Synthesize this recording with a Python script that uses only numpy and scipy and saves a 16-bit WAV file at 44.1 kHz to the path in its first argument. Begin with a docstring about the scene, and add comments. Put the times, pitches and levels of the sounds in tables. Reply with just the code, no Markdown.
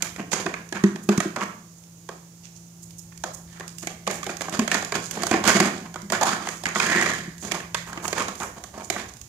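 """A patio at night, still air and a distant motor's hum; puppies shove a plastic flower pot over the paving.
First the pot clacks, scrapes and booms for some 1.4 s; then a lull of scuffs, ticks and a few knocks until 3.5 s.
From 4 s knocks and scrapes crowd together; the hum sinks after 8.25 s, and claws tick on past the last knock at 9 s.
Impulses ring modes of the pot, slips make its scrape, noise makes cracks and grit, and patio walls echo it all.
The left microphone is muffled, the right one bright."""
import sys
import numpy as np
from scipy import signal
from scipy.fft import rfft, irfft
from scipy.io import wavfile
from scipy.ndimage import uniform_filter1d

SR = 44100
rng = np.random.default_rng(int(sys.argv[2]) if len(sys.argv) > 2 else 0)


def dump(signal):
    """Clip the signal to [-1, 1] and save it as 16-bit WAV at the path in sys.argv[1]."""
    limited = np.clip(np.atleast_2d(signal).T, -1, 1)
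    pcm = np.round(limited * 32767).astype(np.int16)
    wavfile.write(sys.argv[1], SR, pcm)


N = 409248
TIME = np.arange(N) / SR

# Night air. Each row: frequency in Hz, relative spectral level in dB per Hz.
AIR_SPECTRUM = [(15, -11), (45, -42), (75, -2), (120, 1.5), (200, -5.5), (300, -7.5), (450, -10),
                (900, -11), (1700, -19), (3500, -15), (5500, -12.5), (8000, -14), (15000, -13)]
# Partials of the distant motor. Each row: frequency in Hz, level in dB before the motor's level curve.
MOTOR_PARTIALS = [(113, -65.5), (169.5, -53.5), (339, -69.5)]
# The motor runs, then sinks. Each row: time in seconds, change of level in dB.
MOTOR_CURVE = [(0, 5), (2, 1), (3.5, 5), (7.9, 5), (8.25, 5), (8.5, -26), (9.28, -22)]
# Rumble of the hand on the camera. Each row: time in seconds, level in dB.
HAND_RUMBLE = [(0, -55), (1.2, -68), (2.3, -73), (3.2, -56.5), (4.2, -60), (5.5, -55), (6.2, -60),
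               (7.4, -55), (8.2, -52.5), (8.8, -54), (9.28, -52)]
# Reverberation of the patio. Each row: frequency in Hz, time to fall 60 dB in seconds.
PATIO_DECAY = [(150, 0.72), (500, 0.45), (1500, 0.45), (4000, 0.44), (8000, 0.36), (15000, 0.49)]

# Paws and loose grit brush the paving. Each row: middle in seconds, length in seconds, level in dB, centre in Hz.
PAW_SCUFFS = [(0.331, 0.045, -25, 5260), (1.04, .04, -42, 11970), (1.783, .074, -53, 10000),
              (2.453, 0.069, -45, 3360), (2.565, .046, -48, 5100), (2.834, 0.033, -39, 10500),
              (2.993, 0.034, -36, 9900), (3.126, .016, -43, 1600), (3.345, .03, -33, 11000),
              (3.57, .066, -45, 1190), (3.693, 0.011, -41, 4600), (3.81, 0.1, -41, 9000),
              (4.15, 0.1, -37, 9000), (5.048, 0.12, -38, 5900), (6.53, 0.27, -42, 7700),
              (7.445, .14, -38.5, 7950), (7.888, 0.077, -42, 11000), (8.054, 0.082, -33.5, 9900),
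              (8.428, 0.18, -38, 9250), (8.846, 0.054, -41.5, 7450), (9.091, 0.026, -41.5, 5100)]
# Claws and grit on the paving. Each row: start in seconds, level in dB before the layer trim.
CLAW_TICKS = [(.69, -40), (1.034, -44), (1.838, -46), (2.907, -40), (3.176, -35.5), (3.679, -31),
              (3.784, -30), (3.829, -32), (4.242, -29), (4.369, -28.5), (4.495, -30), (4.848, -26.5),
              (6.018, -34.5), (7.381, -37), (8.354, -33), (9.138, -38.5), (9.169, -38), (9.214, -34)]
# Bright snap of claw or grit. Each row: frequency in Hz, relative spectral level in dB per Hz.
TICK_SPECTRUM = [(600, -27), (1500, -3.5), (3000, 2.5), (5000, 0.5), (8000, 0.5), (12000, 0.5),
                 (16000, -5.5)]
# Treble crack of rim on stone. Each row: frequency in Hz, relative spectral level in dB per Hz.
CRACK_SPECTRUM = [(1500, -32), (2400, -26), (3100, 6), (4100, 2.5), (4900, 2), (5600, -7), (7500, -6),
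                  (10000, -10.5), (15000, -38.5)]

# The base flexes and booms. Each row: start in seconds, level in dB, pitch in Hz, shift of the overtones in dB,
# time to fall 60 dB in seconds.
BASE_BOOMS = [(.196, -26, 199, -6, 0.084), (.458, -26, 194.5, 10, 0.12), (.749, -30.5, 195, -3, 0.24),
              (.837, -4.5, 198.8, -3, 0.13), (0.947, -24.5, 195, 7, 0.049), (1.088, -9, 205.5, -1, .16),
              (1.179, -3.5, 192, -5.5, 0.041), (1.254, -26, 184.5, 10, 0.11),
              (4.074, -27.5, 192, -27, 0.17), (4.59, -7.5, 234, -31, 0.067), (4.617, -15.5, 221, -4, .11),
              (4.954, -36, 201, 14, 0.13), (5.31, -34, 175, -9, 0.088), (5.55, -25, 198.6, 4, 0.12),
              (5.6, -13, 193.5, 3, 0.13), (6.028, -31.5, 199, -9, 0.22), (6.95, -25, 195, 5, .22),
              (7.278, -24.5, 178, -7, .087)]
# Air and base modes in a boom. Each row: multiple of its pitch, level in dB before the boom's own shift.
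BOOM_OVERTONES = [(1.73, -5.5), (1.957, -5.5), (2.3, -40), (3.14, -26)]
# Modes of the pot's wall. Each row: frequency in Hz, height of the resonance in dB.
POT_MODES = [(200, 8), (290, -6), (345, 2.5), (395, 2.5), (480, -5), (560, -4.5), (640, 1), (730, -0.5),
             (830, -6.5), (980, -3.5), (1110, 3.5), (1240, 1.5), (1430, -8), (1610, 3), (1760, -1.5),
             (1880, -1), (2050, -8.5), (2230, 2), (2450, 0.5), (2700, -8), (2950, -5)]
SPLIT_HZ = 900  # parts the thud from the clack
RING_CYCLES = 22  # soft plastic loses 60 dB in this many swings

# Registers of the wall in Hz; which one rings most depends on where it touches the stone.
DEEP, LOW, MID, HIGH, SHARP = 850, 1080, 1470, 1820, 2230
# A puppy shoves the pot along. Each row: start in seconds, push in seconds, slide in seconds, rasp in dB,
# rumble above the rasp in dB, grit above the rasp in dB, register in Hz, share of that ring from 0 to 1;
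# the three levels stand before the layer trims.
POT_SHOVES = [(0, .06, .04, -31, -1, -3, MID, 0.13), (0.178, .02, 0.033, -31.5, 1.5, -10, LOW, 0),
              (.322, .012, .1, -20.5, -1.5, -2, SHARP, 0.02), (.742, .012, .06, -29, -10, -6, MID, 0),
              (1.109, .014, .04, -27, 1, -22, MID, 0.5), (1.364, .012, .05, -28, 1, -16, LOW, 0.63),
              (1.398, .03, .02, -22.5, -9, -12.5, LOW, 0.67), (3.47, .09, .06, -49, -4, 5, HIGH, 0.5),
              (3.821, 0.018, .02, -36.5, 1.5, -1, MID, 0.1), (4.091, .012, 0.12, -32.5, -5, -6, SHARP, 0.4),
              (4.29, 0.013, .04, -33, -10, 0.5, MID, 0.3), (4.435, .015, 0.062, -33, -7, -4, MID, 0.44),
              (4.522, .02, 0.044, -24.5, 0, 0.5, LOW, 0.14), (4.72, .03, .05, -18.5, -3.5, -1, MID, 0.25),
              (4.936, .022, .045, -22, -1.5, -1, MID, 0.4), (5.12, .08, .14, -32.5, 1.5, 1, DEEP, .05),
              (5.321, .015, .07, -18.5, -2, -6, DEEP, 0.01), (5.445, .055, .07, -14, -4.5, -0.5, MID, 0.4),
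              (5.543, .02, .04, -15.5, 1, 1.5, SHARP, .5), (5.61, .04, .06, -19.5, 1.5, -3, HIGH, 0.1),
              (5.73, .04, .12, -41, 6.5, 4, SHARP, 0.3), (5.848, 0.014, .03, -35.5, -9, -6, DEEP, 0.3),
              (6.123, .012, 0.044, -18.5, -20, -4, MID, .4),
              (6.208, 0.016, .06, -16, -15, -7.5, DEEP, 0.83), (6.25, .04, .06, -20, -3.5, 1, LOW, 0.5),
              (6.3, .025, .06, -20, -4, -2.5, MID, 0.56), (6.403, 0.018, .14, -32, 0.5, 2.5, LOW, 0.2),
              (6.668, .012, .07, -31, -4, -3, SHARP, .4), (6.742, .028, .06, -27, -1, 6, LOW, 1),
              (6.805, .025, 0.11, -18.5, -6.5, 0, HIGH, 0.3), (6.86, .13, .17, -16, -6.5, -6.5, HIGH, 0.73),
              (7.06, .025, .18, -23.5, -14, -1, HIGH, 0.8), (7.42, .03, 0.17, -36.5, 5.5, 2, LOW, 0.12),
              (7.533, .017, .04, -26, -1, -6, LOW, 0.98), (7.86, .06, .25, -36, -3.5, -8, LOW, 0.65),
              (8.027, .018, .03, -29.5, -2, -2, LOW, 1), (8.155, .05, 0.041, -20, -5, -3, LOW, 0.5),
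              (8.26, .03, .06, -41.5, 5, 5, LOW, 0.2), (8.398, .02, 0.044, -24.5, -4, -10, LOW, 0.63),
              (8.56, .016, .06, -39, -1, -3, DEEP, 0.8), (8.729, .09, .035, -37, -1, -5, DEEP, 0.72),
              (8.973, .033, .035, -29, -3.5, 0.5, HIGH, .1)]
# A shove grips in GRIP_S seconds, builds by BUILD_DB through the push and drops SLIDE_DB per slide length.
GRIP_S, BUILD_DB, SLIDE_DB = .009, 7, 20
# Bumps in the stone rattle a sliding pot: dB above the untrimmed rasp, and spread either way in dB.
RATTLE_DB, RATTLE_SPREAD_DB = -1.5, 2.5
# The pot knocks on stone. Each row: start in seconds, clack in dB, thud above the clack in dB,
# crack above the clack in dB, register in Hz; the levels stand before the layer trims.
POT_KNOCKS = [(.022, -21.5, -23, 7, SHARP), (.161, -31.5, -21, -2, MID), (.317, -25, -6, 2, SHARP),
              (.462, -18.5, -5, -7.5, DEEP), (.539, -20.5, -22, -12, SHARP), (.724, -23, -3.5, -3, SHARP),
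              (.767, -25.5, -18, -20, LOW), (.837, -18.5, -17, -5, DEEP), (.958, -31.5, -7, -1, MID),
              (1.089, -16, -5.5, -2.5, LOW), (1.176, -21, -22, 1.5, MID), (1.202, -15.5, -8, -2.5, MID),
              (1.361, -21, -5.5, -4.5, LOW), (2.089, -29.5, -0.5, -2.5, DEEP),
              (3.237, -21.5, -1.5, -0.5, DEEP), (3.597, -34, -5, 1.5, DEEP), (3.606, -28, -9, -10, DEEP),
              (3.871, -24, -4, 2, SHARP), (4.067, -24, -15, -3, SHARP), (4.075, -17, -2.5, -2.5, SHARP),
              (4.11, -25.5, -17, 3.5, SHARP), (4.23, -25, -25, -3.5, HIGH), (4.265, -26, -0.5, 1.5, SHARP),
              (4.293, -23.5, -4, -8, MID), (4.408, -23.5, -7.5, -1, MID), (4.417, -26.5, -3, 4.5, LOW),
              (4.483, -26, -1, -14, DEEP), (4.592, -17.5, -4.5, -0.5, SHARP), (4.677, -18.5, -9, -1.5, MID),
              (4.715, -12.5, -14, -2.5, MID), (4.743, -17, -9, 0, MID), (4.824, -23.5, -6, -1.5, SHARP),
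              (4.921, -18.5, -6.5, -3, MID), (5.11, -37, -5, 17.5, MID), (5.172, -27.5, 2, -8, DEEP),
              (5.233, -20, -2, 2.5, LOW), (5.267, -21.5, -4.5, 4, MID), (5.312, -15, -1, -2.5, MID),
              (5.339, -22.5, 8.5, -8, DEEP), (5.439, -18.5, -2.5, 0, DEEP),
              (5.483, -17.5, -23, -0.5, SHARP), (5.601, -10, -7, -1.5, MID), (5.941, -35, -2, 2.5, MID),
              (5.958, -26, -10.5, -7, DEEP), (6.1, -25.5, -6, 3, LOW), (6.121, -19, -0.5, 2, DEEP),
              (6.151, -19, -17, -7, MID), (6.211, -26, 2, 5, DEEP), (6.471, -21.5, -8, -8, MID),
              (6.487, -23.5, -10, 0.5, SHARP), (6.636, -35, 5.5, 10, MID), (6.655, -14.5, -32, -7.5, HIGH),
              (6.665, -17.5, -10.5, -7, SHARP), (6.757, -14.5, -9, -12, LOW), (6.799, -11, -23, -6, HIGH),
              (7.012, -20, -29, 0, HIGH), (7.06, -16, -11.5, -3, MID), (7.513, -23, -5, -3, SHARP),
              (7.518, -17.5, -17, 1, SHARP), (7.601, -27, -16, -10, HIGH), (7.745, -15.5, -18, -1, HIGH),
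              (7.929, -29.5, -7, -2.5, LOW), (7.974, -26, -8, -11, SHARP), (8.051, -20.5, -18, -13, LOW),
              (8.079, -36.5, 6, 17.5, LOW), (8.128, -20, -5, -1.5, LOW), (8.282, -24.5, -6, -1.5, LOW),
              (8.401, -30, 0.5, 1, LOW), (8.436, -27, -4, -12, LOW), (8.572, -47, 3, -9, DEEP),
              (8.638, -37, 0, 8.5, LOW), (8.777, -51, 20, 12, DEEP), (8.9, -18, -4, 3, HIGH),
              (8.961, -23.5, -4.5, -17, LOW)]

# Left microphone, muffled. Each row: frequency in Hz, response in dB.
LEFT_MICROPHONE = [(200, 2), (700, -2.5), (1300, -5), (1600, -4.5), (1900, -4), (2400, -12.5),
                   (4400, -13.5), (8000, -19.5), (15000, -26)]
# Right microphone, bright. Each row: frequency in Hz, response in dB.
RIGHT_MICROPHONE = [(200, 2.5), (4000, -2), (5600, 5), (6700, 12), (8000, 3), (10000, -2.5), (15000, -7.5)]
EDGE_HZ = 15600  # upper band limit of both microphones


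def gain_of(db):
    """Decibels to amplitude."""
    return 10 ** (np.asarray(db) / 20)


def evened(x):
    """Scales to rms 1."""
    return x / np.sqrt(np.mean(x ** 2) + 1e-20)


def peaked(x):
    """Scales the loudest 4 ms to rms 1."""
    power = uniform_filter1d(x ** 2, size=176, mode="constant")
    return x / np.sqrt(power.max() + 1e-20)


def read(points, hz):
    """Reads a table on a log-frequency axis."""
    f, value = np.transpose(points)
    return np.interp(np.log(hz + 1), np.log(f + 1), value)


def add(mix, s, sound):
    """Mixes a sound in at time s, cut off at the end of the mix."""
    part = mix[..., max(round(s * SR), 0):][..., :sound.shape[-1]]
    part += sound[..., :part.shape[-1]]


def colour(x, points, size=2048):
    """Minimum-phase filter with the given spectrum, made by folding its cepstrum into positive time."""
    spectrum = gain_of(read(points, np.fft.rfftfreq(size, 1 / SR)))
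    cepstrum = irfft(np.log(spectrum))
    cepstrum[1:size // 2] *= 2
    cepstrum[size // 2 + 1:] = 0
    response = irfft(np.exp(rfft(cepstrum)))
    return np.apply_along_axis(signal.oaconvolve, -1, x, response)[..., :x.shape[-1]]


def wander(per_s):
    """Random drift of rms 1, with nothing quicker than per_s swings a second."""
    slow = np.fft.rfftfreq(N, 1 / SR) < per_s
    return evened(irfft(rfft(rng.standard_normal(N)) * slow, N))


def resonate(x, hz, width):
    """A resonance of gain 1 that follows the curve hz: shift down to zero, smooth, shift back."""
    turn = np.exp(2j * np.pi * np.cumsum(hz) / SR)
    r = np.exp(-np.pi * width / SR)
    return 2 * (turn * signal.lfilter([1 - r], [1, -r], x / turn)).real


def night(air_db=-51, drift=0.0038, shared_hz=600):
    """Still night air, its bass shared by both microphones, and the drifting hum of a distant motor."""
    hz = np.fft.rfftfreq(N, 1 / SR)
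    z = rfft(rng.standard_normal((2, N))) * gain_of(read(AIR_SPECTRUM, hz))
    same = 1 / (1 + (hz / shared_hz) ** 2)
    z[0] = same * z[1] + np.sqrt(1 - same ** 2) * z[0]
    air = gain_of(air_db) * evened(irfft(z, N))
    clock = np.cumsum(1 + drift * wander(7.4)) / SR
    running_db = np.interp(TIME, *np.transpose(MOTOR_CURVE)) + .6 * wander(5)
    hum = sum(gain_of(db) * np.sqrt(2) * np.sin(2 * np.pi * f * clock) for f, db in MOTOR_PARTIALS)
    return air + gain_of(running_db) * hum


def handling(low_hz=55, high_hz=130):
    """Dull rumble of the hand on the camera: low band-passed noise on a level curve."""
    band = signal.butter(2, [low_hz, high_hz], "bandpass", fs=SR, output="sos")
    rumble = signal.sosfilt(band, rng.standard_normal(N))
    return gain_of(np.interp(TIME, *np.transpose(HAND_RUMBLE))) * evened(rumble)


def patio(x, gap_s=0.022, shared_hz=700):
    """Weak scatter from the ground, then stronger echoes from the walls; both microphones share the bass."""
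    t = np.arange(SR * 2 // 3) / SR
    # about 3000 random reflections a second, none in the first 3 ms
    taps = rng.standard_normal((2, len(t))) * (rng.random((2, len(t))) < 3000 / SR)
    taps *= np.interp(t, [0, gap_s * .8, gap_s], [.45, .45, 1]) * (t > .003)
    hz, when, z = signal.stft(taps, SR, nperseg=256)
    same = (1 / (1 + (hz / shared_hz) ** 4))[:, None]
    z[0] = same * z[1] + np.sqrt(1 - same ** 2) * z[0]
    # each frequency dies away at its own rate
    fade = gain_of(-60 * when / read(PATIO_DECAY, hz)[:, None])
    tail = signal.istft(z * fade, SR, nperseg=256)[1]
    tail /= np.linalg.norm(taps[1] * gain_of(-60 * t / read(PATIO_DECAY, 1500)))
    return signal.fftconvolve(x[None], tail, axes=1)[:, :N]


def scuffs(octaves=0.85, grain_db=4, level_db=0):
    """Paws and grit brush the paving: short swells of grainy noise, each in its own band."""
    out = np.zeros((2, N))
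    grains = rng.standard_normal((2, N)) * gain_of(grain_db * wander(340))
    for middle, length, db, hz in PAW_SCUFFS:
        start = middle - length / 2
        swell = np.hanning(round(length * SR))
        sand = grains[:, round(start * SR):][:, :len(swell)]
        offset = np.log2((np.fft.rfftfreq(len(swell), 1 / SR) + 1) / hz)
        band = np.exp(-.5 * (offset / octaves) ** 2)
        brush = evened(irfft(rfft(sand) * band, len(swell)))
        add(out, start, gain_of(db + level_db) * swell * brush)
    return out


def ticks(level_db=-1):
    """Tiny dry snaps of claws and loose grit: bright noise that falls 60 dB in 20 ms."""
    out, t = np.zeros((2, N)), np.arange(SR // 20) / SR
    fade = gain_of(-60 * t / .02)
    for s, db in CLAW_TICKS:
        snap = colour(rng.standard_normal((2, len(t))) * fade, TICK_SPECTRUM)
        add(out, s, gain_of(db + level_db) * peaked(snap))
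    return out


def booms(rise_s=0.0035):
    """The base pops like a drum skin and rings the air in the pot: decaying sines."""
    out, t = np.zeros(N), np.arange(SR // 2) / SR
    for s, db, hz, over_db, t60 in BASE_BOOMS:
        ring = np.sin(2 * np.pi * hz * t)
        for multiple, mode_db in BOOM_OVERTONES:
            overtone = np.sin(2 * np.pi * (multiple * hz * t + rng.random()))
            ring = ring + gain_of(over_db + mode_db) * overtone
        envelope = gain_of(db - 60 * t / t60) * (1 - np.exp(-t / rise_s))
        add(out, s, -envelope * ring)
    return out


def wall(t, centre_hz=None, focus_db=0, detune=.035, spot_db=1.5, apart_hz=1900):
    """Low and high ring of the pot at both microphones; each contact spot weights and bends the modes."""
    hz, db = np.transpose(POT_MODES)
    bend, weight, sign, lag = rng.standard_normal((4, len(hz)))
    if centre_hz:
        db = db - focus_db * abs(np.log2(hz / centre_hz))
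    start = np.sign(sign) * hz * gain_of(db + spot_db * weight)
    cycles = np.outer(hz * (1 + detune * bend), t)
    # short waves reach the two microphones out of step
    out_of_step = np.outer([1, 0], lag * hz / apart_hz)[:, :, None]
    fade = gain_of(-60 * cycles / RING_CYCLES)
    modes = start[:, None] * fade * np.sin(out_of_step + 2 * np.pi * cycles)
    low, high = modes[:, hz < SPLIT_HZ], modes[:, hz >= SPLIT_HZ]
    return np.array([low.sum(1), high.sum(1)])


def shoving(judder_db=2, judder_per_s=90, roll=0.027, roll_per_s=18):
    """Levels of rumble, rasp and grit as the pot is shoved; the strongest shove sets the ring and its share."""
    clock = TIME[::32]  # a coarse clock is enough for the slow levels
    start, push, slide, db, rumble_db, grit_db, hz, share = np.transpose(POT_SHOVES)[:, :, None]
    t = clock - start
    fall_db = BUILD_DB * np.maximum(1 - t / push, 0) + SLIDE_DB * np.maximum(t - push, 0) / slide
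    force = np.clip(t / GRIP_S, 0, 1) * gain_of(db - fall_db)
    levels = [np.linalg.norm(force * gain_of(above), axis=0) for above in (rumble_db, 0, grit_db)]
    strongest = force.argmax(axis=0)
    curves = (*levels, hz[strongest, 0], share[strongest, 0])
    rumble, rasp, grit, hz, share = (np.interp(TIME, clock, curve) for curve in curves)
    # the pot judders on the uneven stone, and its ring shifts as it rolls
    judder = gain_of(judder_db * wander(judder_per_s))
    ring_hz = hz * np.exp(roll * wander(roll_per_s))
    return rumble * judder, rasp * judder, grit * judder, ring_hz, share


def scrape(rumble, rasp, grit, hz, share, slips_per_s=560, uneven_db=4.5, sand=0.71, spit=0.84,
           slip_s=0.0048, width_hz=290, rumble_db=-6.0, rasp_db=-2, grit_db=-5, count=8):
    """The rim sticks and slips over the stone; every slip taps one of several spots of the wall."""
    share = np.clip(share, 0, 1)
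    turns = np.cumsum(slips_per_s * np.exp(.7 * wander(250))) / SR
    slips = np.diff(np.floor(turns), prepend=0)
    slips = slips * gain_of(uneven_db * np.clip(rng.standard_normal(N), -2, 2))
    spot, t = rng.integers(0, count, N), np.arange(SR // 10) / SR
    low, high = sum(signal.oaconvolve((slips * (spot == k))[None, None], wall(t), axes=2)[..., :N]
                    for k in range(count))
    # pressed hard, one part of the wall sings out
    kicks = np.sqrt(slips) * rng.choice([-1, 1], N)
    singing = resonate(resonate(kicks, hz, 2 * width_hz), hz, 2 * width_hz)
    high = np.sqrt(1 - share) * evened(high) + np.sqrt(share) * evened(singing)
    # each slip also crushes sand
    crushing = evened(signal.lfilter([1], [1, -np.exp(-1 / (slip_s * SR))], slips))
    grains = rng.standard_normal((2, 2, N))
    crushed = evened(colour((sand + crushing) * grains[0], CRACK_SPECTRUM))
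    # the hardest slips split grains and spit the brightest
    split = evened(colour(crushing ** 2 * grains[1], TICK_SPECTRUM))
    top = evened(crushed + spit * split)
    body = rumble * gain_of(rumble_db) * evened(low) + rasp * gain_of(rasp_db) * high
    return body + grit * gain_of(grit_db) * top


def rattle(rasp, thud_db=-7, crack_db=-3, count=32):
    """Small chance knocks, likelier and louder the harder the pot is scraping."""
    when, size, place = rng.random((count, 3)).T
    chance = np.sqrt(rasp)
    at = np.searchsorted(np.cumsum(chance), when * chance.sum())
    db = 20 * np.log10(rasp[at] + 1e-9) + RATTLE_DB + RATTLE_SPREAD_DB * (2 * size - 1)
    register = DEEP * (SHARP / DEEP) ** place
    return [(s, d, thud_db, crack_db, hz) for s, d, hz in zip(TIME[at], db, register)]


def knocks(blows, focus_db=6, crunch_s=0.0015, chatter=0.19, chatter_s=0.021, crack_t60=0.025,
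           crack_rise_s=0.00063, grit_db=-5, thud_db=-1, clack_db=-0.5, crack_db=-3):
    """The rim lands with a short crunch and chatters on; this rings the wall and cracks in the treble."""
    out, t = np.zeros((2, N)), np.arange(SR // 16) / SR
    press = t / crunch_s * np.exp(1 - t / crunch_s) + chatter * np.exp(-t / chatter_s)
    snap_shape = gain_of(-60 * t / crack_t60) * (1 - np.exp(-t / crack_rise_s))
    for s, db, thud, crack, hz in blows:
        force = rng.standard_normal(len(t)) * press
        snap = rng.standard_normal((2, len(t))) * snap_shape
        low, high = (peaked(signal.fftconvolve(force[None], ring)[:, :len(t)])
                     for ring in wall(t, hz, focus_db))
        # a blow that is more crack than clack has caught a grain of grit, and is brighter
        grain = gain_of(grit_db + crack) * colour(snap[::-1], TICK_SPECTRUM)
        top = peaked(colour(snap, CRACK_SPECTRUM) + grain)
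        body = gain_of(thud + thud_db) * low + gain_of(clack_db) * high
        add(out, s, gain_of(db) * (body + gain_of(crack + crack_db) * top))
    return out


def scene(room_db=-4.5, boom_room_db=-15, radiate_hz=110, boom_cut_hz=60):
    """Pot and paws on the patio; so small a pot radiates little bass."""
    rumble, rasp, grit, hz, share = shoving()
    blows = list(POT_KNOCKS) + rattle(rasp)
    thin = signal.butter(2, radiate_hz, "highpass", fs=SR)
    clack = signal.lfilter(*thin, knocks(blows))
    rub = signal.lfilter(*thin, scrape(rumble, rasp, grit, hz, share) + ticks() + scuffs())
    boom = signal.lfilter(*signal.butter(2, boom_cut_hz, "highpass", fs=SR), booms())
    # every side of the pot sends out its own mix of modes, so the echoes are fuller than the direct knock
    sides = signal.lfilter(*thin, [knocks(blows)[1] for _ in range(3)])
    echo = patio(gain_of(room_db) * (rub[1] + clack[1] / 2) + gain_of(boom_room_db) * boom)
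    echo = echo + sum(patio(gain_of(room_db) * side / 2) for side in sides)
    return clack + rub + boom + echo + night() + handling()


def record(dry, hiss_db=-59.5):
    """Two unlike microphones, their own hiss, overload at 0.85 of full scale, and the band limit."""
    heard = np.array([colour(dry[0], LEFT_MICROPHONE), colour(dry[1], RIGHT_MICROPHONE)])
    heard = heard + gain_of(hiss_db) * rng.standard_normal((2, N))
    heard = np.clip(heard, -.85, .85)
    band = signal.firwin(255, EDGE_HZ, window=("kaiser", 9), fs=SR)
    return signal.oaconvolve(heard, band[None], "same")


dry = scene()
out = record(dry)
dump(out)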